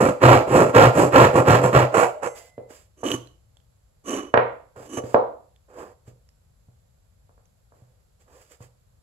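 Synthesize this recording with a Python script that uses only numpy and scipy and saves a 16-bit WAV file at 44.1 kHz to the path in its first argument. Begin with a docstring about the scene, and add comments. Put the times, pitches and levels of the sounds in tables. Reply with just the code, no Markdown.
"""In a small workshop a thin pull saw rasps through the end of a board on a bench, heard by a phone close by.
Stick-slip friction excites the wood: heavy pulls, light pushes, two thin last cuts; then the freed blade rings.
The board is slid, squeaks as it is stood on end, is knocked down twice and settled by hand: friction noise for
rubbing, damped resonances for blows. Scattering and a diffuse tail make the room, over a low rumble and hiss."""
import sys
import numpy as np
from scipy import signal
from scipy.fft import rfft, irfft
from scipy.io import wavfile
from scipy.ndimage import uniform_filter1d

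SR = 44100
rng = np.random.default_rng(int(sys.argv[2]) if len(sys.argv) > 2 else 0)


def inscribe(sig):
    """Save sig as 16-bit PCM at rate SR to the path in sys.argv[1].

    A 1-D sig is mono; a 2-D sig holds one channel per row.
    Samples are clipped to [-1, 1] before scaling.
    """
    pcm = np.round(np.clip(np.atleast_2d(sig).T, -1, 1) * 32767)
    wavfile.write(sys.argv[1], SR, pcm.astype(np.int16))


N = 397782
T = np.arange(N) / SR
RING_T = T[:SR // 2]

# saw pulled, teeth biting: start_s, rise_s, hold_s, fall_s, level_db, hiss_db (tooth hiss relative to level)
PULL_STROKES = [(0.211, 0.021, 0.093, 0.1, -7, -26.5), (0.737, .022, 0.094, 0.052, -7.5, -26),
                (1.118, 0.038, 0.084, 0.07, -7.5, -26), (1.452, .028, .075, .055, -8.5, -25),
                (1.72, 0.027, .049, 0.07, -8, -27)]
# the last fibres give way: start_s, rise_s, hold_s, fall_s, level_db, hiss_db (relative to level)
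LAST_STROKES = [(1.925, .022, 0.092, .07, -15.5, -22), (2.215, .014, 0.044, .025, -27, -20.5)]
# colour of teeth skating through wood: frequency_hz, gain_db
SKATING_COLOUR = [(35, -32), (70, -8), (125, -3), (220, -1.5), (350, 1.5), (430, -1.5), (700, -3.5),
                  (1100, -3.5), (1700, -18), (2700, -21.5), (3600, -38), (6000, -36.5), (9000, -36),
                  (15000, -57)]
# resonances of the board held down on the bench: frequency_hz, width_hz, boost_db
HELD_BOARD_MODES = [(127, 14, 13), (492, 61, 8.5), (565, 90, 4), (1362.6, 70, 7.5), (2760, 110, 1.5)]


def undb(db):
    """Decibels to amplitude ratio: 20 dB is a factor of ten."""
    return 10 ** (np.asarray(db) / 20)


def unit(h):
    """Energy normalisation: a response scaled so that its squares sum to 1."""
    return h / np.sqrt(np.sum(h ** 2, axis=-1, keepdims=True))


def ring(x, h):
    """Linear system: the output is the input convolved with the impulse response."""
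    return signal.fftconvolve(np.atleast_2d(x), np.atleast_2d(h), axes=-1)[:, :N]


def response(points, peaks=(), size=8192):
    """Minimum phase: a causal response from (Hz, dB) gains and (Hz, width Hz, boost dB) resonances."""
    hz, db = np.transpose(points)
    f = np.arange(size // 2 + 1) * SR / size
    gain = undb(np.interp(np.log(f + 1), np.log(hz), db))
    for centre, width, boost_db in peaks:
        detuning = 2 * (f - centre) / width
        gain = gain * np.sqrt(1 + (undb(boost_db) ** 2 - 1) / (1 + detuning ** 2))
    # folding the cepstrum onto positive times makes the response causal
    cepstrum = irfft(np.log(gain))
    cepstrum[1:size // 2] *= 2
    cepstrum[size // 2 + 1:] = 0
    impulse = irfft(np.exp(rfft(cepstrum)))
    return np.pad(impulse, (0, len(RING_T) - size))


def modes(rows):
    """Modal superposition: damped resonances (Hz, width Hz, dB) summed; a wider one decays faster."""
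    total = 0
    for hz, width, db in rows:
        decay = np.exp(-np.pi * width * RING_T)
        total = total + undb(db) * unit(decay * np.cos(2 * np.pi * hz * RING_T))
    return unit(total)


def band(x, hz, kind, order=2):
    """Butterworth filtering: low-pass or high-pass with a maximally flat passband."""
    sections = signal.butter(order, min(hz, .45 * SR), kind, fs=SR, output="sos")
    return signal.sosfilt(sections, x)


def add(out, s, sound):
    """Superposition: mix a sound in from time s (seconds)."""
    start = max(int(s * SR), 0)
    out[start:start + len(sound)] += sound[:N - start]


def walk(rate):
    """Smoothed random process: rate new values per second, spread near 1."""
    k = max(int(SR / rate), 1)
    steps = np.repeat(rng.standard_normal(N)[:N // k + 1], k)[:N]
    return 1.2 * uniform_filter1d(steps, k)


def gesture(start, rise, hold, fall, depth_db, sag_db):
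    """Force envelope: a movement swells from depth_db below its top, sags while held, dies away and stops."""
    edge_s = 0.011  # time for a contact to make or break
    corners = start + np.cumsum(np.abs([0, rise, hold, fall]))
    gate = np.clip(np.minimum(T - corners[0], corners[-1] - T) / edge_s + 1, 0, 1)
    on = gate > 0
    gate[on] *= undb(np.interp(T[on], corners, [-depth_db, 0, -sag_db, -depth_db]))
    return gate


def effort(moves, depth_db, sag_db):
    """Amplitude modulation: force and hiss of a set of hand movements, silent between them."""
    # the hand never presses quite evenly
    uneven_db, uneven_per_s = 1.16, 22

    def movement(start, rise, hold, fall, db, hiss_db, fading=0):
        """Hiss follows force, fading by so many dB per second (growing if negative)."""
        force = undb(db) * gesture(start, rise, hold, fall, depth_db, sag_db)
        elapsed = np.clip(T - start, 0, rise + hold + fall)
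        return np.array([force, force * undb(hiss_db - fading * elapsed)])

    return sum(movement(*move) for move in moves) * undb(uneven_db * walk(uneven_per_s))


def catches(rate, jitter, spread_db, tear_s):
    """Stick-slip: uneven snaps at a rate (Hz), each with a puff of tearing fibres; both have rms near 1."""
    phase = np.cumsum(rate * np.exp(jitter * walk(400))) / SR
    at = np.flatnonzero(np.diff(np.floor(phase)))
    snaps = np.zeros(N)
    snaps[at] = undb(spread_db * np.clip(rng.standard_normal(N)[:len(at)], -2, 2))
    # the hand keeps the mean force steady
    snaps /= np.sqrt(np.abs(uniform_filter1d(snaps ** 2, size=1500)) + 1e-9)
    puff = np.abs(ring(snaps ** 2, unit(np.exp(-RING_T / tear_s)) ** 2)[0])
    tearing = np.sqrt(puff) * rng.standard_normal(N)
    return snaps - uniform_filter1d(snaps, size=700), tearing


def scrape(force, hiss, contact, body, snap_share):
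    """Source and resonator: snaps and tearing shake the wood; above about 4 kHz the fibres hiss by themselves."""
    # share of hiss power that both ports hear alike; the rest comes from all along the blade and board
    alike = .55
    snaps, tearing = contact
    share = np.clip(snap_share, 0, 1)
    drive = np.sqrt(share) * snaps + np.sqrt(1 - share) * tearing
    wood = band(body, 4400, "low", order=4)
    wood = wood / np.linalg.norm(band(wood, 230, "high"))
    random_signs = np.sign(rng.standard_normal((2, N)))
    fibres = tearing * (np.sqrt(alike) + np.sqrt(1 - alike) * random_signs)
    hiss_colour = unit(band(body, 4200, "high", order=4))
    return ring(force * drive, wood) + undb(-3.5) * ring(hiss * fibres, hiss_colour)


def tooth_rate(strokes, top_hz):
    """Kinematics: teeth per second follow the speed of the arm, rising and falling in every stroke."""
    speed = np.zeros(N)
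    for start, rise, hold, fall, *_ in strokes:
        speed += np.sin(np.pi * np.clip((T - start) / (rise + hold + fall), 0, 1))
    return top_hz * (.35 + .65 * speed)


def pulls():
    """Stick-slip into a coupled resonator: on the pull the teeth bite, and the whole bench drums."""
    # colour of biting teeth: frequency_hz, gain_db
    biting_colour = [(35, -39.5), (70, -12), (125, -6.5), (190, -13), (350, -7), (430, -15), (700, -13.5),
                     (1100, -11.5), (1700, -23.5), (2700, -27), (3600, -38), (6000, -38), (9000, -41),
                     (15000, -53)]
    contact = catches(tooth_rate(PULL_STROKES, top_hz=719.7), jitter=.35, spread_db=3.0, tear_s=.0012)
    body = band(response(biting_colour, HELD_BOARD_MODES), 55, "high")
    force, hiss = effort(PULL_STROKES, depth_db=19.5, sag_db=1.5)
    return scrape(force, hiss, contact, body, snap_share=0.71)


def pushes():
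    """Sliding friction, mostly noise: on the push the teeth skate through the kerf on their backs."""
    # saw pushed back: start_s, rise_s, hold_s, fall_s, level_db, hiss_db (relative to level)
    push_strokes = [(0.0, 0.0059, 0.08, .04, -14, -24), (0.475, .085, 0.073, .075, -11.5, -24.5),
                    (0.925, .065, .052, .045, -12, -21.5), (1.328, .034, .036, .038, -12.5, -25),
                    (1.608, 0.034, 0.026, .046, -13, -24)]
    contact = catches(tooth_rate(push_strokes, top_hz=742.7), jitter=0.43, spread_db=1.0, tear_s=.0011)
    body = response(SKATING_COLOUR, HELD_BOARD_MODES)
    force, hiss = effort(push_strokes, depth_db=17.5, sag_db=3.5)
    return undb(1.58) * scrape(force, hiss, contact, body, snap_share=0.23)


def last_cuts():
    """Weak coupling: with little wood left the teeth no longer shake the bench, leaving a thinner rasp."""
    contact = catches(tooth_rate(LAST_STROKES, top_hz=833.0), jitter=.35, spread_db=4.5, tear_s=0.0016)
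    body = band(response(SKATING_COLOUR, HELD_BOARD_MODES), 500, "high", order=1)
    force, hiss = effort(LAST_STROKES, depth_db=22, sag_db=-1.0)  # negative sag: grows while held
    return undb(1.5) * scrape(force, hiss, contact, body, snap_share=0.98)


def flex():
    """Bending vibration: strokes bend the thin blade; its tones wander with the bend and linger between strokes."""
    # bending tones of the blade in the kerf: frequency_hz, level_db (relative to the stroke)
    bending_tones = [(660, -13), (830, -22.5)]
    force, _ = effort(PULL_STROKES + LAST_STROKES, depth_db=19.5, sag_db=0.5)
    stored = ring(force, unit(np.exp(-RING_T / .17)) ** 2)
    tones = np.zeros(N)
    for hz, db in bending_tones:
        level = undb(db + 1.9 * walk(58))
        phase = 2 * np.pi * np.cumsum(hz * (1 + 0.051 * walk(22))) / SR
        tones += level * np.sin(phase)
    return stored * tones


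def blade():
    """Free decay of modes: the steel sings on when the teeth leave the wood, until the saw is laid down."""
    # modes of the steel blade: frequency_hz, t60_s, level_db
    steel_modes = [(608, .6, -48), (846, .7, -59), (2039, 1.8, -60.5), (5810, .35, -61.5),
                   (6391, 0.36, -56), (7505, 0.45, -63), (7960, .45, -61), (9809, 1.2, -66.5),
                   (11145, .5, -67.5)]
    # the blade springs free: start_s, gain_db
    springs_free = [(0.098, -8), (2.27, 5.5)]
    # the saw is laid down and its ring is stopped
    stopped_s, stop_decay_s = 2.67, .02
    t = T[:2 * SR]
    song = np.zeros(len(t))
    for hz, t60, db in steel_modes:
        song += undb(db - 60 * t / t60) * np.sin(2 * np.pi * hz * t)
    out = np.zeros(N)
    for s, db in springs_free:
        add(out, s, undb(db) * song)
    return out * np.exp(-np.maximum(T - stopped_s, 0) / stop_decay_s)


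def knocks():
    """Impact excitation: blows ring board and bench top, duller if softer; the bench frame thuds below."""
    # the board meets the bench, before group gain: time_s, peak_db, sharpness_db, thud_db
    contacts = [(2.579, -24.5, -29.5, -39.5), (3.032, -15.5, -21, -37.5), (3.114, -29, 9, -37),
                (3.14, -38, -19, -28), (4.34, 3.5, -8.5, -25), (4.374, 2, -5, -25), (4.768, -40, -3, -42),
                (4.8, -33, -32.5, -50), (4.973, -17, -26, -32), (5.037, -22.5, -34.5, -31),
                (5.144, 4.5, -19, -30), (6.077, -41.5, -37.5, -37), (6.685, -53.5, -20, -43.5),
                (7.293, -46.5, -16, -61), (7.378, -47.5, -12, -68), (7.721, -42.5, -15, -68),
                (7.82, -58, -27, -43), (8.605, -39, -16, -36.5)]
    # near walls throw a knock back: delay_s, level_db
    wall_echoes = [(.0042, -13.5), (0.0173, -11), (.036, -15)]
    # colour of the blows: frequency_hz, gain_db
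    blow_colour = [(50, -43.5), (130, -31), (220, -1.5), (400, 2), (550, 5), (1100, 6), (1600, -1.5),
                   (2400, -8), (4000, -14), (8000, -41.5), (15000, -51)]
    # resonances of the loose board and bench top: frequency_hz, width_hz, boost_db
    loose_board_modes = [(501, 30, 7.5), (583.4, 71, 2.5), (780, 25, -2), (1047, 50, 1), (1193, 100, 0),
                         (1340, 67, 3), (1568, 22, 7.5), (1850, 30, 1), (2190, 34, 5.5)]
    blows, thuds = np.zeros(N), np.zeros(N)
    body = response(blow_colour, loose_board_modes)
    frame = modes([(70, 25, -4.5), (103, 17, 8), (121.2, 6.5, 12.5)])
    for s, db, sharp_db, thud_db in contacts:
        # a softer contact lasts longer and so has a lower cutoff
        cutoff_hz = 3400 * undb(0.52 * sharp_db)
        blow = band(body, cutoff_hz, "low", order=4) + undb(-26.5) * body
        blow = undb(db) * blow / np.abs(blow).max()
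        add(blows, s, blow)
        for delay_s, echo_db in wall_echoes:
            add(blows, s + delay_s, undb(echo_db) * blow)
        add(thuds, s, undb(thud_db) * frame / np.abs(frame).max())
    low_thuds = band(band(thuds, 160, "low"), 60, "high")
    return undb(0.5) * blows + undb(5.5) * low_thuds


def slides():
    """Irregular stick-slip: the board's edge judders over the dusty bench."""
    # board dragged: start_s, rise_s, hold_s, fall_s, level_db, hiss_db (relative), hiss_fading_db_per_s
    drags = [(2.964, 0.011, 0.043, .01, -53, -10, -150), (3.03, 0.0059, .11, 0.038, -26, -15, -50),
             (4.048, 0.039, 0.087, .13, -25.5, -6, 75), (4.85, 0.086, .035, 0.028, -34.5, -7, -1),
             (4.968, 0.0065, 0.011, .025, -25, -16, -8)]
    # colour of the drag: frequency_hz, gain_db
    drag_colour = [(60, -23), (170, -13), (290, 5.5), (620, -7), (850, -16.5), (1150, -10.5), (1700, -21.5),
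                   (2700, -24), (3700, -33.5), (5400, -34), (6300, -22.5), (7500, -29.5), (10500, -28),
                   (15000, -57)]
    # resonances of the board dragged on its edge: frequency_hz, width_hz, boost_db
    edge_modes = [(466, 38, 0), (1130, 60, 8.5), (2967, 40, 20.5), (6010, 120, 15)]
    contact = catches(350, jitter=.7, spread_db=-0.5, tear_s=0.0034)
    force, hiss = effort(drags, depth_db=23.5, sag_db=0.0)
    return undb(-1.0) * scrape(force, hiss, contact, response(drag_colour, edge_modes), snap_share=0.14)


def squeak():
    """Stick-slip driving one mode: dry end grain chatters on the bench and rings a narrow resonance."""
    # the board's end as it is stood up: start_s, rise_s, hold_s, fall_s, level_db
    end_grain_moves = [(3.044, 0.022, .035, 0.027, -34), (3.107, .006, 0.0061, 0.041, -26.5)]
    snaps, _ = catches(420, jitter=0.44, spread_db=10, tear_s=.001)
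    force = np.zeros(N)
    for *timing, db in end_grain_moves:
        force += undb(db) * gesture(*timing, depth_db=28, sag_db=3.5)
    return ring(snaps * force, modes([(2980, 130, 0)]))


def rubs():
    """Fine-grained friction: light rubs of blade, board and fingers, with overlapping puffs."""
    # light rubs: start_s, rise_s, hold_s, fall_s, level_db, hiss_db (relative), hiss_fading_db_per_s
    light_moves = [(2.345, .02, 0.023, 0.11, -53, 6.5, 2), (2.688, 0.018, .008, 0.038, -45.5, -9.5, 2),
                   (2.7, 0.048, 0.044, 0.073, -61, 6.5, 2), (4.755, 0.0064, 0.1, 0.045, -44.5, -17.5, -94),
                   (5.03, 0.013, 0.11, 0.018, -49, -6.5, 4), (5.69, .11, 0.028, 0.1, -37.5, -18, -2),
                   (6.055, 0.023, .012, 0.038, -58, -3.5, 0), (7.73, .02, 0.095, .2, -66, -9, 0),
                   (8.19, .02, 0.012, 0.034, -67.5, 2.5, 0), (8.255, 0.026, 0.14, 0.057, -58, -16.5, -100),
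                   (8.48, 0.041, 0.0068, 0.043, -56, 3, 5), (8.6, 0.025, .012, 0.044, -53, -1.5, 4)]
    # colour of rubbing: frequency_hz, gain_db
    rubbing_colour = [(100, -14), (280, 2.5), (500, 9), (1100, 1), (2000, -16), (3000, -30), (4000, -46.5),
                      (5000, -45), (9000, -47.5), (15000, -62)]
    # resonances woken by light rubbing: frequency_hz, width_hz, boost_db
    rubbed_modes = [(504, 78, 5.5), (1250, 250, 2.5), (4850, 81, 10)]
    contact = catches(790, jitter=0.97, spread_db=4.5, tear_s=0.023)
    force, hiss = effort(light_moves, depth_db=18, sag_db=2.5)
    return undb(2.7) * scrape(force, hiss, contact, response(rubbing_colour, rubbed_modes), snap_share=0.51)


def ticks():
    """Brief impact: a tiny hard contact gives a noisy crack and one short damped ring."""
    # small dry ticks: time_s, level_db (before a 5 dB cut), ring_hz
    hard_contacts = [(3.272, -37.5, 4100), (3.5693, -39.5, 3400), (3.601, -51, 3200), (5.5613, -47, 3470),
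                     (6.289, -44.5, 5400), (7.4546, -51.5, 6190)]
    out = np.zeros(N)
    for s, db, hz in hard_contacts:
        crack = band(rng.standard_normal(len(RING_T)), 3900, "low") * np.exp(-RING_T / 0.00097)
        tone = np.sin(2 * np.pi * hz * RING_T) * np.exp(-RING_T / 0.0015)
        add(out, s, undb(db - 5) * (1.4 * crack + tone))
    return out


def floor():
    """Filtered noise: a wavering low rumble, nearly alike on both sides, under faint even hiss."""
    # colour of the background: frequency_hz, gain_db
    background_colour = [(20, -26), (55, -3.5), (110, -6), (180, -15.5), (330, -24.5), (520, -17),
                         (1000, -25), (2000, -35), (4500, -33), (8000, -39), (11000, -39.5), (15000, -56)]
    rumble_db, wander_db = -57.5, -1
    air = ring(rng.standard_normal((2, N)), unit(response(background_colour)))
    rumble = band(air[0] + .25 * air[1] * np.array([[1], [-1]]), 170, "low")
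    return undb(rumble_db + wander_db * walk(3)) * rumble + undb(-64.0) * band(air, 240, "high")


def workshop(x, smear_s, tail_db, pan_db, size=1024, order=200):
    """Dispersion and reverberation: blade and bench scatter the treble over milliseconds; the room adds a tail."""
    # phase by which the left port leads for sound from the bench: frequency_hz, lead_radians
    left_lead = [(0, 0.5), (1030, -0.98), (1460, -2.5), (2240, -11.5), (3000, -14), (15000, -26.5)]
    # below alike_hz the room sounds much the same at both ports
    room_t60_s, alike_hz = 0.4, 420
    opposite = np.array([[1], [-1]])
    f = np.arange(len(RING_T) // 2 + 1) * SR / len(RING_T)
    lag = np.abs(uniform_filter1d(rng.standard_normal(len(f)), size=200))
    lag = uniform_filter1d(lag, size=150)
    lag = smear_s * lag / lag.mean() * f ** 4 / (f ** 4 + 1200 ** 4)
    # every frequency arrives after its own lag, at full strength
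    lead = np.interp(f, *np.transpose(left_lead)) * .5 * opposite
    lag_phase = 2 * np.pi * np.cumsum(lag) * f[1]
    # order samples of room for what the phase lead puts before time zero
    near = np.roll(irfft(np.exp(1j * (lead - lag_phase))), order, axis=1)
    near[:, size:] = 0
    mid, side = rng.standard_normal((2, len(RING_T)))
    diffuse = mid + band(side, alike_hz, "high", order=1) * opposite
    tail = unit(diffuse * undb(-60 * RING_T / room_t60_s) * np.clip(RING_T / 0.0055, 0, 1))
    tail_colour = response([(100, -10.5), (300, -1.5), (620, 6), (1500, -4), (4000, 1.5), (12000, -3.5)])
    tail = ring(tail, tail_colour)[:, :len(RING_T)]
    # a negative pan leans to the right
    direct = ring(x, undb(pan_db * opposite / 2) * near)
    direct = np.roll(direct, -order, axis=1)
    direct[:, -order:] = 0
    return direct + undb(tail_db) * ring(x, tail)


def scene():
    """Superposition of sources: sawing, then handling of the board, over the background."""
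    saw = workshop(pulls() + pushes() + flex(), smear_s=.0014, tail_db=-8.0, pan_db=-1.76)
    finish = workshop(last_cuts(), smear_s=0.0025, tail_db=-10.0, pan_db=-4.5)
    friction = slides() + squeak() + rubs() + ticks()
    handling = workshop(friction, smear_s=0.0013, tail_db=-11.0, pan_db=-3.0)
    blows = workshop(knocks(), smear_s=0.0026, tail_db=-1.0, pan_db=-2.5)
    return saw + finish + handling + blows + blade() + floor()


def record(dry):
    """Transduction: each port has its own resonances; the phone rounds the highest peaks and cuts the top."""
    # the two microphone ports: frequency_hz, left_db, right_db
    port_gains = [(129, -0.5, -3.5), (350, -1, 0), (970, -4, -2), (1400, -2, 2), (2000, -4.5, 3),
                  (2900, -7.5, 0.5), (4500, -0.5, -0.5), (6000, -2.5, 0), (7520, 0, 13), (8900, -6.5, -3.5),
                  (11100, 12, -3), (15000, 8.5, -9)]
    top_hz = 15600
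    ports = np.array(port_gains)
    heard = ring(dry, [response(ports[:, [0, 1]]), response(ports[:, [0, 2]])])
    rounded = heard / (1 + heard ** 6) ** (1 / 6)
    low_pass = signal.ellip(8, .2, 70, top_hz, fs=SR, output="sos")
    return signal.sosfilt(low_pass, rounded)


dry = scene()
out = record(dry)
inscribe(out)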